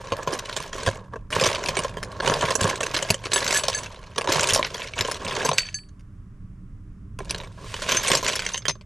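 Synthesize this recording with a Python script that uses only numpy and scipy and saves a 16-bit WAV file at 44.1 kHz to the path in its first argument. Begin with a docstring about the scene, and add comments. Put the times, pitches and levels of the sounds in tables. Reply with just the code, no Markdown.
"""Plastic toys clack and chatter as a hand stirs them in a plastic tub, close to a stereo microphone in a
cluttered room. The tub knocks and thumps, metal toys clink, a loose part taps and a sleeve brushes past.
Toys are bursts of quickly dying modes, with the tub's and the metal's modes as dying sines; slips and rubbing
fill in each push of the hand. The stirring nearly stops while a toy is held up, then it is put back.
Shaped noise makes the low rumble and faint hiss underneath."""
import sys
import numpy as np
from scipy import signal
from scipy.fft import rfft, irfft
from scipy.io import wavfile
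from scipy.ndimage import uniform_filter1d

SR = 44100
rng = np.random.default_rng(int(sys.argv[2]) if len(sys.argv) > 2 else 0)


def dump_mix(stems):
    """Bounce the given channels to the path in sys.argv[1] as a 16-bit WAV at rate SR."""
    frames = np.atleast_2d(stems).T  # one column per channel
    limited = np.clip(frames, -1, 1)  # hard clip at full scale
    pcm = np.round(limited * 32767).astype(np.int16)
    wavfile.write(sys.argv[1], SR, pcm)


N = 390285   # samples in the scene
AGE = np.arange(int(0.11 * SR)) / SR   # seconds since a contact
ATTACK = int(0.011 * SR)   # samples that set the loudness of a contact


def from_db(db):
    """Turns decibels into an amplitude factor."""
    return 10 ** (np.asarray(db) / 20)


def rms_one(x):
    """Scales a sound to rms 1."""
    return x / np.sqrt(np.mean(x ** 2) + 1e-20)


def unit_attack(x):
    """Scales a blow so that its attack has rms 1."""
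    return x / np.sqrt(np.mean(x[:ATTACK] ** 2) + 1e-20)


def at_hz(points, hz):
    """Reads a spectrum in dB on a log-frequency axis."""
    point_hz, db = np.transpose(points)
    return np.interp(np.log(hz + 1e-9), np.log(point_hz), db)


def filtered(x, kind, hz, order=2):
    """Passes a sound through a Butterworth filter."""
    sos = signal.butter(order, np.minimum(hz, 0.45 * SR), kind, fs=SR, output="sos")
    return signal.sosfilt(sos, x + 1e-18)


def add(out, s, sound):
    """Mixes a sound in at a time in seconds."""
    i = int(np.clip(s * SR, 0, N - 1))
    out[..., i:i + sound.shape[-1]] += sound[..., :N - i]


def panned(x, right_db):
    """Makes the right side stronger than the left by so many dB."""
    return x * from_db([[-right_db / 2], [right_db / 2]])


def noise(spectrum, side_db):
    """Stereo noise of a given colour and width; rms 1."""
    gain = from_db(at_hz(spectrum, np.arange(N // 2 + 1) * SR / N))
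    mid, side = irfft(rfft(rng.standard_normal((2, N))) * gain, N)
    return rms_one(mid + from_db(side_db) * side * [[1], [-1]])


def onset(rise_s, age=AGE):
    """A contact takes a moment to build up its force."""
    return 1 - np.exp(-age / rise_s)


def ring(hz, gain, t60, age=AGE):
    """Modes ring as a sum of dying sines."""
    sines = np.sin(2 * np.pi * np.outer(hz, age))
    decays = np.exp(-np.log(1000) * np.outer(1 / t60, age))
    return gain @ (sines * decays)


def strike(modes, scatter_db, age=AGE):
    """Each point of contact excites the modes with its own strengths and signs."""
    hz, db, t60 = np.transpose(modes)
    gain = from_db(db + rng.normal(0, scatter_db, len(hz)))
    return ring(hz, gain * rng.choice([-1, 1], len(hz)), t60, age)


# Colour of the low rumble. Each row: frequency in Hz, relative level in dB per Hz.
RUMBLE_COLOUR = [(12, -32.5), (20, -4), (40, -4), (75, -8), (114, -4), (147, -15.5), (184, -9), (248, -26),
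                 (303, -19), (325, -34.5), (381, -27.5), (600, -55), (780, -92), (1320, -120)]
# The rumble swells and sinks. Each row: time in seconds, level in dB.
RUMBLE_SWELL_DB = [(0, -46), (2, -39), (3.2, -43.5), (5.8, -43.5), (7.2, -38.5), (8.85, -43.5)]


def rumble():
    """Low-pitched noise whose level slowly swells and sinks."""
    s, db = np.transpose(RUMBLE_SWELL_DB)
    level_db = np.interp(np.arange(N) / SR, s, db)
    return from_db(level_db) * noise(RUMBLE_COLOUR, side_db=-29)


# Colour of the steady hiss. Each row: frequency in Hz, relative level in dB per Hz.
HISS_COLOUR = [(350, -34.5), (600, -1.5), (706, -11), (788, -6), (855, -12.5), (993, -3), (1120, -1),
               (4370, -25), (5360, -21.5), (9370, -23.5), (12500, -33.5), (15500, -37)]


def hiss():
    """Faint steady noise, wider than the rumble."""
    return from_db(-66.5) * noise(HISS_COLOUR, side_db=-5.5)


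def room(x):
    """A short tail from the clutter and walls, different at each side."""
    t60_s, level_db, cut_hz = 0.17, -28.5, 17000
    age = np.arange(SR // 2) / SR
    tail = filtered(rng.standard_normal((2, len(age))), "low", cut_hz)
    tail = tail * from_db(-60 * age / t60_s) * (age > 0.004)   # nothing returns in the first 4 ms
    tail /= np.sqrt(np.sum(tail ** 2, axis=1, keepdims=True))
    return from_db(level_db) * signal.oaconvolve(x, tail, axes=1)[:, :N]


# Colour of the brushing cloth. Each row: frequency in Hz, relative level in dB per Hz.
CLOTH_COLOUR = [(470, -42.5), (800, -20.5), (1090, -11), (1910, -8), (2530, -5.5), (5100, -10),
                (9180, -15.5), (15000, -38.5)]


def sleeve():
    """Cloth brushes past as the arm reaches back in: noise that swells, holds and sinks."""
    from_s, to_s, level_db, slope_db_per_s = 7.692, 7.98, -43.5, 125
    t = np.arange(N) / SR
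    outside_s = np.abs(t - np.clip(t, from_s, to_s))
    return from_db(level_db - slope_db_per_s * outside_s) * noise(CLOTH_COLOUR, side_db=-15)


# A loose part taps, in the pile and as its toy is lifted. Each row: start in seconds, level in dB before trim.
LOOSE_TAPS = [(4.819, -15), (4.831, -27), (4.862, -28), (4.936, -27), (4.991, -14), (5.266, -17),
              (5.334, -22), (5.584, -2), (5.606, -21), (5.632, -20.5), (5.653, -27), (5.677, -33),
              (5.688, -19), (5.743, -26), (5.788, -32), (5.835, -46)]
# Modes of the loose part. Each row: frequency in Hz, relative level in dB, 60 dB decay time in seconds.
LOOSE_PART_MODES = [(1896, -12, .03), (2336, -4.5, 0.0255), (2647, -0.5, 0.015), (3050, -6.5, 0.012),
                    (3734, -18, 0.013), (5990, -17, 0.0087)]


def taps(level_db):
    """Dry, hollow clicks of a toy's loose part, from a few quickly dying modes."""
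    out = np.zeros(N)
    for s, db in LOOSE_TAPS:
        click = strike(LOOSE_PART_MODES, scatter_db=1.5) * onset(rise_s=0.00013)
        add(out, s, from_db(db + level_db) * click)
    return out


# Strikes on a metal toy. Each row: start in seconds, level of the upper modes in dB before trim,
# frequency in Hz that answers most, level of the lowest mode in dB before trim.
METAL_CLINKS = [(2.553, -37.5, 7770, -63), (3.335, -19, 8100, -40), (3.362, -24.5, 7000, -21.5),
                (3.478, -30.5, 6290, -45), (3.542, -26, 7770, -23.5), (3.556, -32, 7770, -20.5),
                (3.575, -24, 7770, -50), (3.681, -35, 7000, -44), (3.747, -26, 6290, -26),
                (3.777, -31.5, 6290, -42), (5.449, -26.5, 6290, -43), (5.532, -31, 5940, -45),
                (5.583, -24, 4500, -46), (5.656, -40, 4500, -45), (5.687, -46, 5500, -61),
                (5.743, -27, 5660, -39)]
# Modes of the metal toy. 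Each row: frequency in Hz, relative level in dB,
# 60 dB decay time in seconds when it hangs free.
METAL_MODES = [(1710, 0.5, 0.14), (4525, 2.5, 0.2), (4890, -17, 0.2), (6290, 6.5, 0.069), (7760, 1, 0.18),
               (9524, -7, 0.31), (9650, -9, 0.14), (10240, -3, 0.1674), (10870, -14, .19),
               (12030, -19.5, .22), (13750, -22, .2), (14450, -26, 0.184)]
LIFTED_FROM_S, LIFTED_TO_S = 5.56, 7.15   # the metal toy hangs clear of the pile
CLINK_FOCUS_DB = 15.5   # upper modes lose this much per octave from the one that answers most
SOFT_TAP_HZ, SOFT_TAP_LOSS_DB = 7000, 6.5   # once lifted it is struck softly: modes above this are weaker


def clinks(level_db, damped=0.69):
    """A metal toy rings on after the plastic ones, longest when lifted clear of the pile."""
    out, age = np.zeros(N), np.arange(SR // 2) / SR
    hz, mode_db, t60 = np.transpose(METAL_MODES)
    rise = onset(rise_s=0.0005, age=age)
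    for s, upper_db, centre_hz, lowest_db in METAL_CLINKS:
        buried = not LIFTED_FROM_S < s < LIFTED_TO_S
        off_centre = np.abs(np.log2(hz[1:] / centre_hz))   # octaves
        db = mode_db + np.r_[lowest_db, upper_db - CLINK_FOCUS_DB * off_centre] + level_db
        db = db - SOFT_TAP_LOSS_DB * (not buried) * (hz > SOFT_TAP_HZ)
        # toys that lean on it detune and damp it a little
        held_hz = hz * (1 + buried * rng.normal(0, 0.002, len(hz)))
        held_t60 = t60 * damped ** buried
        gain = from_db(db) * rng.choice([-1, 1], len(hz))
        add(out, s, rise * ring(held_hz, gain, held_t60, age))
    return out


# A second metal piece is struck. Each row: start in seconds, level in dB before trim.
METAL_PINGS = [(7.936, -27), (7.969, -17), (8.299, -42), (8.463, -31), (8.535, -28.5), (8.57, -33),
               (8.683, -22), (8.712, -30.5)]
# Its modes. Each row: frequency in Hz, relative level in dB, 60 dB decay time in seconds.
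SECOND_METAL_MODES = [(3280, -24, .05), (5000, -11, .055), (6290, -0.5, 0.12), (6140, 3, 0.035),
                      (8700, -10, 0.037)]


def pings(level_db):
    """A second metal piece answers each strike with a short bundle of dying modes."""
    out, age = np.zeros(N), np.arange(SR // 2) / SR
    rise = onset(rise_s=0.0005, age=age)
    for s, db in METAL_PINGS:
        ping = strike(SECOND_METAL_MODES, scatter_db=1.5, age=age)
        add(out, s, from_db(db + level_db) * rise * ping)
    return out


# The tub's floor is pushed down and bumps. Each row: start in seconds, peak in dB before trim and filter,
# frequency in Hz that answers most.
FLOOR_THUMPS = [(0.122, -25.5, 105), (0.277, -30, 118), (0.873, -17.5, 107), (1.363, -25, 105),
                (1.424, -22, 178), (1.47, -31, 86.1), (1.787, -30, 128), (2.294, -22.5, 184),
                (2.434, -26, 166), (2.619, -19, 88.8), (2.644, -15.5, 178), (3.101, -16.5, 173),
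                (4.287, -31, 127), (4.39, -26, 147.6), (4.524, -23.5, 99.8), (5.001, -27.5, 99.6),
                (5.254, -28.5, 206), (5.516, -29, 120)]
# Modes of the loaded floor. Each row: frequency in Hz, relative level in dB, 60 dB decay time in seconds.
LOADED_FLOOR_MODES = [(101.9, 1.5, .11), (156.4, -4, 0.048), (181.6, 2, 0.057), (230, -14.5, 0.17)]


def thumps(level_db, focus_db):
    """A soft push on the loaded floor; where it lands decides which mode answers most."""
    out = np.zeros(N)
    hz, mode_db, t60 = np.transpose(LOADED_FLOOR_MODES)
    for s, db, centre_hz in FLOOR_THUMPS:
        off_centre = np.abs(np.log2(hz / centre_hz))   # octaves
        gain = from_db(mode_db - focus_db * off_centre) * rng.choice([-1, 1], len(hz))
        boom = ring(hz, gain, t60) * onset(rise_s=0.002)
        add(out, s, from_db(db + level_db) * boom / np.abs(boom).max())
    return filtered(out, "low", 400)


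# How strongly small toys ring. Each row: frequency in Hz, relative level in dB.
SMALL_TOY_COLOUR = [(1300, 2.5), (2000, 5.5), (3000, 6.5), (5000, -0.5), (6500, 0.5), (8000, -7),
                    (10000, -12.5), (12000, -24), (14500, -30.5)]


def shell(low_hz, high_hz, t60, crack_t60, ring_db, hump_db=5.0, count=10):
    """A small toy: a dense cluster of quickly dying modes in broad humps, and a few modes that ring longer."""
    bins = np.arange(len(AGE) // 2 + 1) * SR / len(AGE)   # Hz
    humps = np.interp(bins, np.geomspace(1000, 16000, 26), rng.normal(0, hump_db, 26))
    colour = from_db(at_hz(SMALL_TOY_COLOUR, bins) + humps)
    cluster = irfft(rfft(rng.standard_normal(len(AGE))) * colour, len(AGE))
    # a fast crack with a weaker, slower tail
    dying = from_db(-60 * AGE / crack_t60) + from_db(-18.5 - 60 * AGE / 0.07)
    crack = filtered(cluster * dying, "band", [low_hz, high_hz], order=3)
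    hz = rng.uniform(low_hz, high_hz, count)
    gain = from_db(at_hz(SMALL_TOY_COLOUR, hz) + np.interp(hz, bins, humps)) * rng.standard_normal(count)
    tone = ring(hz, gain, t60 * np.exp(rng.normal(0, 0.57, count)))
    return unit_attack(crack) + from_db(ring_db) * unit_attack(tone)


# Modes of the tub's walls. Each row: frequency in Hz, relative level in dB, 60 dB decay time in seconds.
TUB_MODES = [(147, -9.5, 0.1), (251, -9, 0.037), (384, -4.5, 0.061), (437, -2.5, 0.042), (481.5, -8, 0.051),
             (544.6, 4, 0.039), (633, 0.5, 0.038), (729, -5.5, 0.017), (953, 2.5, 0.026), (1050, 2, 0.036),
             (1128, 0.5, 0.023), (1360, -1, 0.012), (1655, 3, 0.016)]


def contact(chatter_s, chatter_db, rebound_db, count=4):
    """One touch, its quick chatter and a later rebound, as heard from the tub, a toy's shell and its hard edges."""
    force = np.zeros(len(AGE))
    force[0] = 1
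    delays = np.r_[rng.uniform(0, chatter_s, count), rng.uniform(0.008, 0.018)]   # chatter, then rebound
    sizes = from_db(np.r_[np.full(count, chatter_db), rebound_db]) * rng.standard_normal(count + 1)
    force[np.clip(delays * SR, 1, len(AGE) - 1).astype(int)] += sizes
    tub = filtered(strike(TUB_MODES, scatter_db=4.0), "low", 2000)
    tub = filtered(tub, "high", 160, order=1)
    clack = shell(1310, 5000, t60=0.012, crack_t60=0.0059, ring_db=-4.0)
    tick = shell(5000, 14000, t60=0.021, crack_t60=0.0066, ring_db=-4)
    rise = onset(rise_s=0.000315)
    heard = [signal.fftconvolve(force, part * rise)[:len(AGE)] for part in (tub, clack, tick)]
    return np.array([unit_attack(part) for part in heard])


def small_contacts(sounds, level_db, per_s, size_db, even_s):
    """Many slips and touches of uneven size that together follow a level."""
    out = np.zeros((2, N))
    for i in np.flatnonzero(rng.random(N) < per_s / SR):
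        size = from_db(size_db * min(rng.exponential(), 3.5)) * rng.choice([-1, 1])
        add(out, i / SR, panned(size * sounds[rng.integers(len(sounds))], rng.normal(0, 1.2)))
    # even out the power over a short window before the level is applied
    width = max(int(even_s * SR), 2)
    power = uniform_filter1d(uniform_filter1d(np.mean(out ** 2, axis=0), width), width)
    return from_db(level_db) * out / np.sqrt(np.abs(power) + 1e-4)


# The hand pushes the pile. Each row: start in seconds, length in seconds, level on the tub in dB before trim,
# level among the toys in dB before trim, change over the push in dB.
PUSHES = [(0.0, 0.23, -38.5, -45, 4), (0.275, 0.088, -31.5, -35.5, -1), (0.426, 0.24, -40.5, -40.5, 2),
          (0.728, 0.17, -35, -36.5, -0.5), (0.95, .15, -47.5, -66, -18), (1.126, 0.027, -43.5, -58, -7),
          (1.318, 0.16, -28.5, -27, 11), (1.53, 0.32, -33, -36, -1), (1.916, 0.39, -40, -49, 9),
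          (2.228, 0.28, -26.5, -30, 0), (2.588, 0.12, -27, -29, 3), (2.8, 0.11, -36.5, -36, 0),
          (2.937, 0.18, -34, -33, -8), (3.2, 0.066, -42.5, -45, 10.5), (3.311, .26, -32.5, -29, 5),
          (3.627, 0.16, -39.5, -35, 6), (3.794, 0.44, -47.5, -50.5, -11), (4.174, 0.23, -34.5, -42.5, 2),
          (4.298, 0.26, -28, -25, -3.5), (4.608, .26, -41, -38, 1), (4.962, 0.19, -35, -35.5, -2.5),
          (5.201, 0.26, -31, -34.5, 10.5), (5.56, 0.15, -55.5, -42, -14), (7.203, 0.11, -49, -52.5, 7),
          (7.306, .15, -44.5, -49, -1), (7.576, 0.17, -47.5, -61, -5), (7.715, 0.14, -42.5, -40, 15),
          (7.881, 0.15, -32.5, -26, -10), (8.032, 0.12, -31, -25, 3), (8.243, 0.11, -32.5, -26.5, -6),
          (8.352, 0.15, -42.5, -35, 2)]


def effort(levels_db, settle_db_per_s):
    """Level of the moving pile in dB: each push builds up, leans in or eases off, and settles."""
    attack_s = 0.012
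    t = np.arange(0, N, 64) / SR
    power = 1e-12
    for (s, length, _, _, change_db), db in zip(PUSHES, levels_db):
        attack = np.clip((t - s) / attack_s + 0.5, 0, 1)
        held_db = db + change_db * (np.clip((t - s) / length, 0, 1) - 0.5)
        settling_db = settle_db_per_s * np.maximum(t - s - length, 0)
        power = power + (attack * from_db(held_db - settling_db)) ** 2
    return np.interp(np.arange(N) / SR, t, 10 * np.log10(power))


def shifting_pile(touches, body_db, toys_db, tick_db, rub_db):
    """Toys slide over the tub's floor and over each other; skin rubs softly on plastic between the slips."""
    _, _, on_tub, among_toys, _ = np.transpose(PUSHES)
    body = effort(on_tub, settle_db_per_s=147)
    toys = effort(among_toys, settle_db_per_s=190.5)
    tick_gain = from_db(tick_db + rng.normal(0, 4.5, (len(touches), 1)))
    edges = touches[:, 1] + touches[:, 2] * tick_gain
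    skin = rms_one(filtered(noise(SMALL_TOY_COLOUR, side_db=-12.5), "high", 1100))
    rub = from_db(toys + rub_db) * skin
    tub_slips = small_contacts(touches[:, 0], body + body_db, per_s=330, size_db=4.5, even_s=0.025)
    toy_slips = small_contacts(edges, toys + toys_db, per_s=300, size_db=6.5, even_s=0.07)
    return tub_slips + toy_slips + rub


def shares(over_db):
    """Splits unit power between two parts, the first stronger by so many dB."""
    ratio = from_db(over_db)
    return ratio / np.hypot(1, ratio), 1 / np.hypot(1, ratio)


# The distinct blows, loud and faint. Each row: start in seconds, strength in dB before trim,
# tub over toy in dB before trim, hard edge over hollow shell in dB before trim.
DISTINCT_BLOWS = [(0.121, -19.5, 8.5, -11), (0.189, -30.5, 21, -2.0), (0.274, -20, 11.5, -5),
                  (0.328, -25, 9, 11), (0.39, -30.0, -21.0, -1), (0.495, -30, -4, -13),
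                  (0.527, -33.5, -21.0, -15), (0.565, -24.5, -4.5, -1), (0.602, -31, 4.5, -2.0),
                  (0.863, -23.0, 1, -6), (0.874, -18.5, 9, -5.5), (1.136, -31, 25, -6),
                  (1.158, -31.5, 19, -7), (1.304, -36.0, 2, 0.5), (1.328, -23.0, -6, -16),
                  (1.364, -20.5, 14.0, -5), (1.412, -18, 6.5, 7.0), (1.442, -23, 1, 3),
                  (1.461, -21.5, 1.0, 9.5), (1.557, -27.5, -18.0, -22), (1.66, -27, -13, -10),
                  (1.686, -20.5, -3, -4.5), (1.769, -21, -1, -4.5), (1.79, -22.5, 0, -1),
                  (1.847, -23.0, 15, -2.0), (1.97, -29.5, 6, -11), (2.029, -28.5, -1, -3),
                  (2.201, -23.5, 6, -22.0), (2.276, -18, 3, -5.5), (2.298, -19.5, 6, -1.0),
                  (2.318, -21.0, 15, -6.0), (2.428, -19.5, 14, -6.0), (2.438, -22, 7.0, -12),
                  (2.506, -21, 2, -2.5), (2.553, -20, -2.5, 13.5), (2.611, -23, -3, 9),
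                  (2.642, -22.5, 5, 11.5), (2.653, -20.5, 18, 5.5), (2.695, -26.5, 1, 11),
                  (2.806, -23, 1.5, -2), (2.831, -23, -3, -4), (2.863, -29, 0, 5), (2.944, -22, -8, -4.5),
                  (2.965, -21.5, -7.5, -7), (3.026, -24, -3, 1), (3.103, -15.0, -5, 0.0),
                  (3.143, -25, -4.5, -1.5), (3.24, -37, -9, -9.5), (3.256, -28.5, -1.5, -13.5),
                  (3.318, -25, -7, -10.5), (3.333, -21.5, -9, -3), (3.36, -20.5, -1, -15),
                  (3.378, -24.5, -15, -9), (3.418, -28, 15, -1), (3.478, -23, -9, -6),
                  (3.507, -21, -7, -2.5), (3.526, -21, -9, 2), (3.54, -23.5, -24, 3.5),
                  (3.572, -23.5, -14, 12), (3.636, -23.5, -1.0, -6), (3.683, -19.0, -1.5, 3.5),
                  (3.86, -35.0, -13.0, -12.0), (4.16, -35.5, 0, -2), (4.181, -20, 2.5, -1.5),
                  (4.211, -26, 0.5, -9), (4.243, -29, 12.0, 0.5), (4.274, -22, 7, -7),
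                  (4.29, -19, 8.5, -4.5), (4.357, -22.5, 13, -15), (4.408, -23, -6, 6),
                  (4.432, -21.5, -3, 4), (4.488, -22.5, -21, 2.5), (4.506, -21, -13.0, -7),
                  (4.535, -18, -23, 12), (4.56, -18.5, 2, 5.5), (4.593, -18.5, 16, -3),
                  (4.628, -22, -8, -30), (4.647, -24.5, -11, -27), (4.746, -29.0, -2, -16.0),
                  (4.796, -32.5, 2, -8.0), (4.819, -36.5, -28, -22), (4.936, -34.5, -14, -24.0),
                  (4.98, -29, -8, -19.0), (4.989, -26.5, -8, -5), (5.009, -20, -9.5, -2.5),
                  (5.049, -27.5, 1, -16.0), (5.084, -26.5, 25.0, -7), (5.113, -26.5, -6, 3.5),
                  (5.283, -27.5, 0, -22.0), (5.31, -30, -17.0, -14), (5.367, -27.5, 0, -8.5),
                  (5.449, -21.5, 10, 7.5), (5.49, -17.5, 5.5, -3.5), (5.515, -21, 5, -12.5),
                  (5.582, -17.5, -17, -2), (5.888, -58, -12.0, 1), (5.995, -60.5, -11, -3.5),
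                  (7.189, -33.5, 3.5, -4), (7.204, -32, 14, -16), (7.296, -31, -13, 0.0),
                  (7.308, -25.0, -13, 3), (7.346, -28.5, -2, -13), (7.38, -39, -11.5, 0),
                  (7.401, -35.5, 2.0, -24), (7.435, -40, 1, -8), (7.643, -39.5, 15.0, 8.0),
                  (7.741, -28.5, -3, -8), (7.82, -28.5, -4, -8.0), (7.892, -25, -9, 0),
                  (7.919, -18.5, -6.5, -3), (7.947, -25.0, -1, -2), (8.081, -20.0, -17, 4),
                  (8.101, -21.5, 6, -13), (8.116, -19, -1.5, -5), (8.134, -24, 1, 0),
                  (8.151, -17.5, -5, 11), (8.172, -23.5, -12, 4.0), (8.228, -26, 5, 5),
                  (8.281, -23, -10, 8), (8.299, -28, -13, -5), (8.355, -25.5, -18, 2),
                  (8.393, -25.5, -28, -6), (8.464, -24, -20, -5), (8.544, -26, -8.5, -10),
                  (8.577, -29.5, -19, 0.0), (8.621, -44.5, -11, -24), (8.654, -26, -10, -15.0),
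                  (8.682, -20.5, -7, -3), (8.694, -23.5, -5.5, -6), (8.754, -46.5, 9, -12),
                  (8.811, -47, -1.5, -12)]


def knocks(touches, body_db, clack_db, tick_db, spread_db):
    """The distinct blows: each shares its strength between the tub, a toy's shell and its hard edge."""
    out = np.zeros((2, N))
    picks = rng.integers(0, len(touches), 400)
    places = rng.normal(0, spread_db, 400)   # right over left, dB
    for (s, db, tub_db, edge_db), pick, place in zip(DISTINCT_BLOWS, picks, places):
        tub, toy = shares(tub_db)
        edge, hollow = shares(edge_db)
        trims_db = np.array([body_db, clack_db, tick_db])
        gains = np.array([tub, toy * hollow, toy * edge]) * from_db(db + trims_db)
        add(out, s, panned(gains @ touches[pick], place))
    return out


def scene(count=64):
    """The toys in their room, the sleeve and the background."""
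    blows = np.array([contact(chatter_s=0.006, chatter_db=-6.5, rebound_db=-8) for _ in range(count)])
    slips = np.array([contact(chatter_s=0.004, chatter_db=-9, rebound_db=-14.5) for _ in range(count)])
    toys = knocks(blows, body_db=0.1, clack_db=-0.12, tick_db=0.5, spread_db=2.5)
    toys = toys + shifting_pile(slips, body_db=-0.5, toys_db=-1.1, tick_db=-6, rub_db=-9.5)
    toys = toys + thumps(level_db=1.0, focus_db=7)
    toys = toys + clinks(level_db=3.0) + pings(level_db=1.5) + taps(level_db=-5)
    return toys + room(toys) + sleeve() + rumble() + hiss()


def record(dry):
    """The right port takes more lows, the left more highs; top treble is partly out of phase, rolls off and is cut."""
    lows = filtered(dry, "low", 6000, order=1)
    heard = panned(lows, right_db=1.8) + panned(dry - lows, right_db=-1.0)
    # a delayed copy of the top treble joins the two ports with opposite signs
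    top = np.roll(filtered(heard.mean(axis=0), "high", 11700, order=4), shift=9)
    heard = filtered(heard + from_db(-7) * top * [[1], [-1]], "low", 14000)
    steep_cut = signal.cheby2(14, 70, 16900, fs=SR, output="sos")   # 70 dB down from 16900 Hz
    return signal.sosfilt(steep_cut, heard)


dry = scene()
out = record(dry)
dump_mix(out)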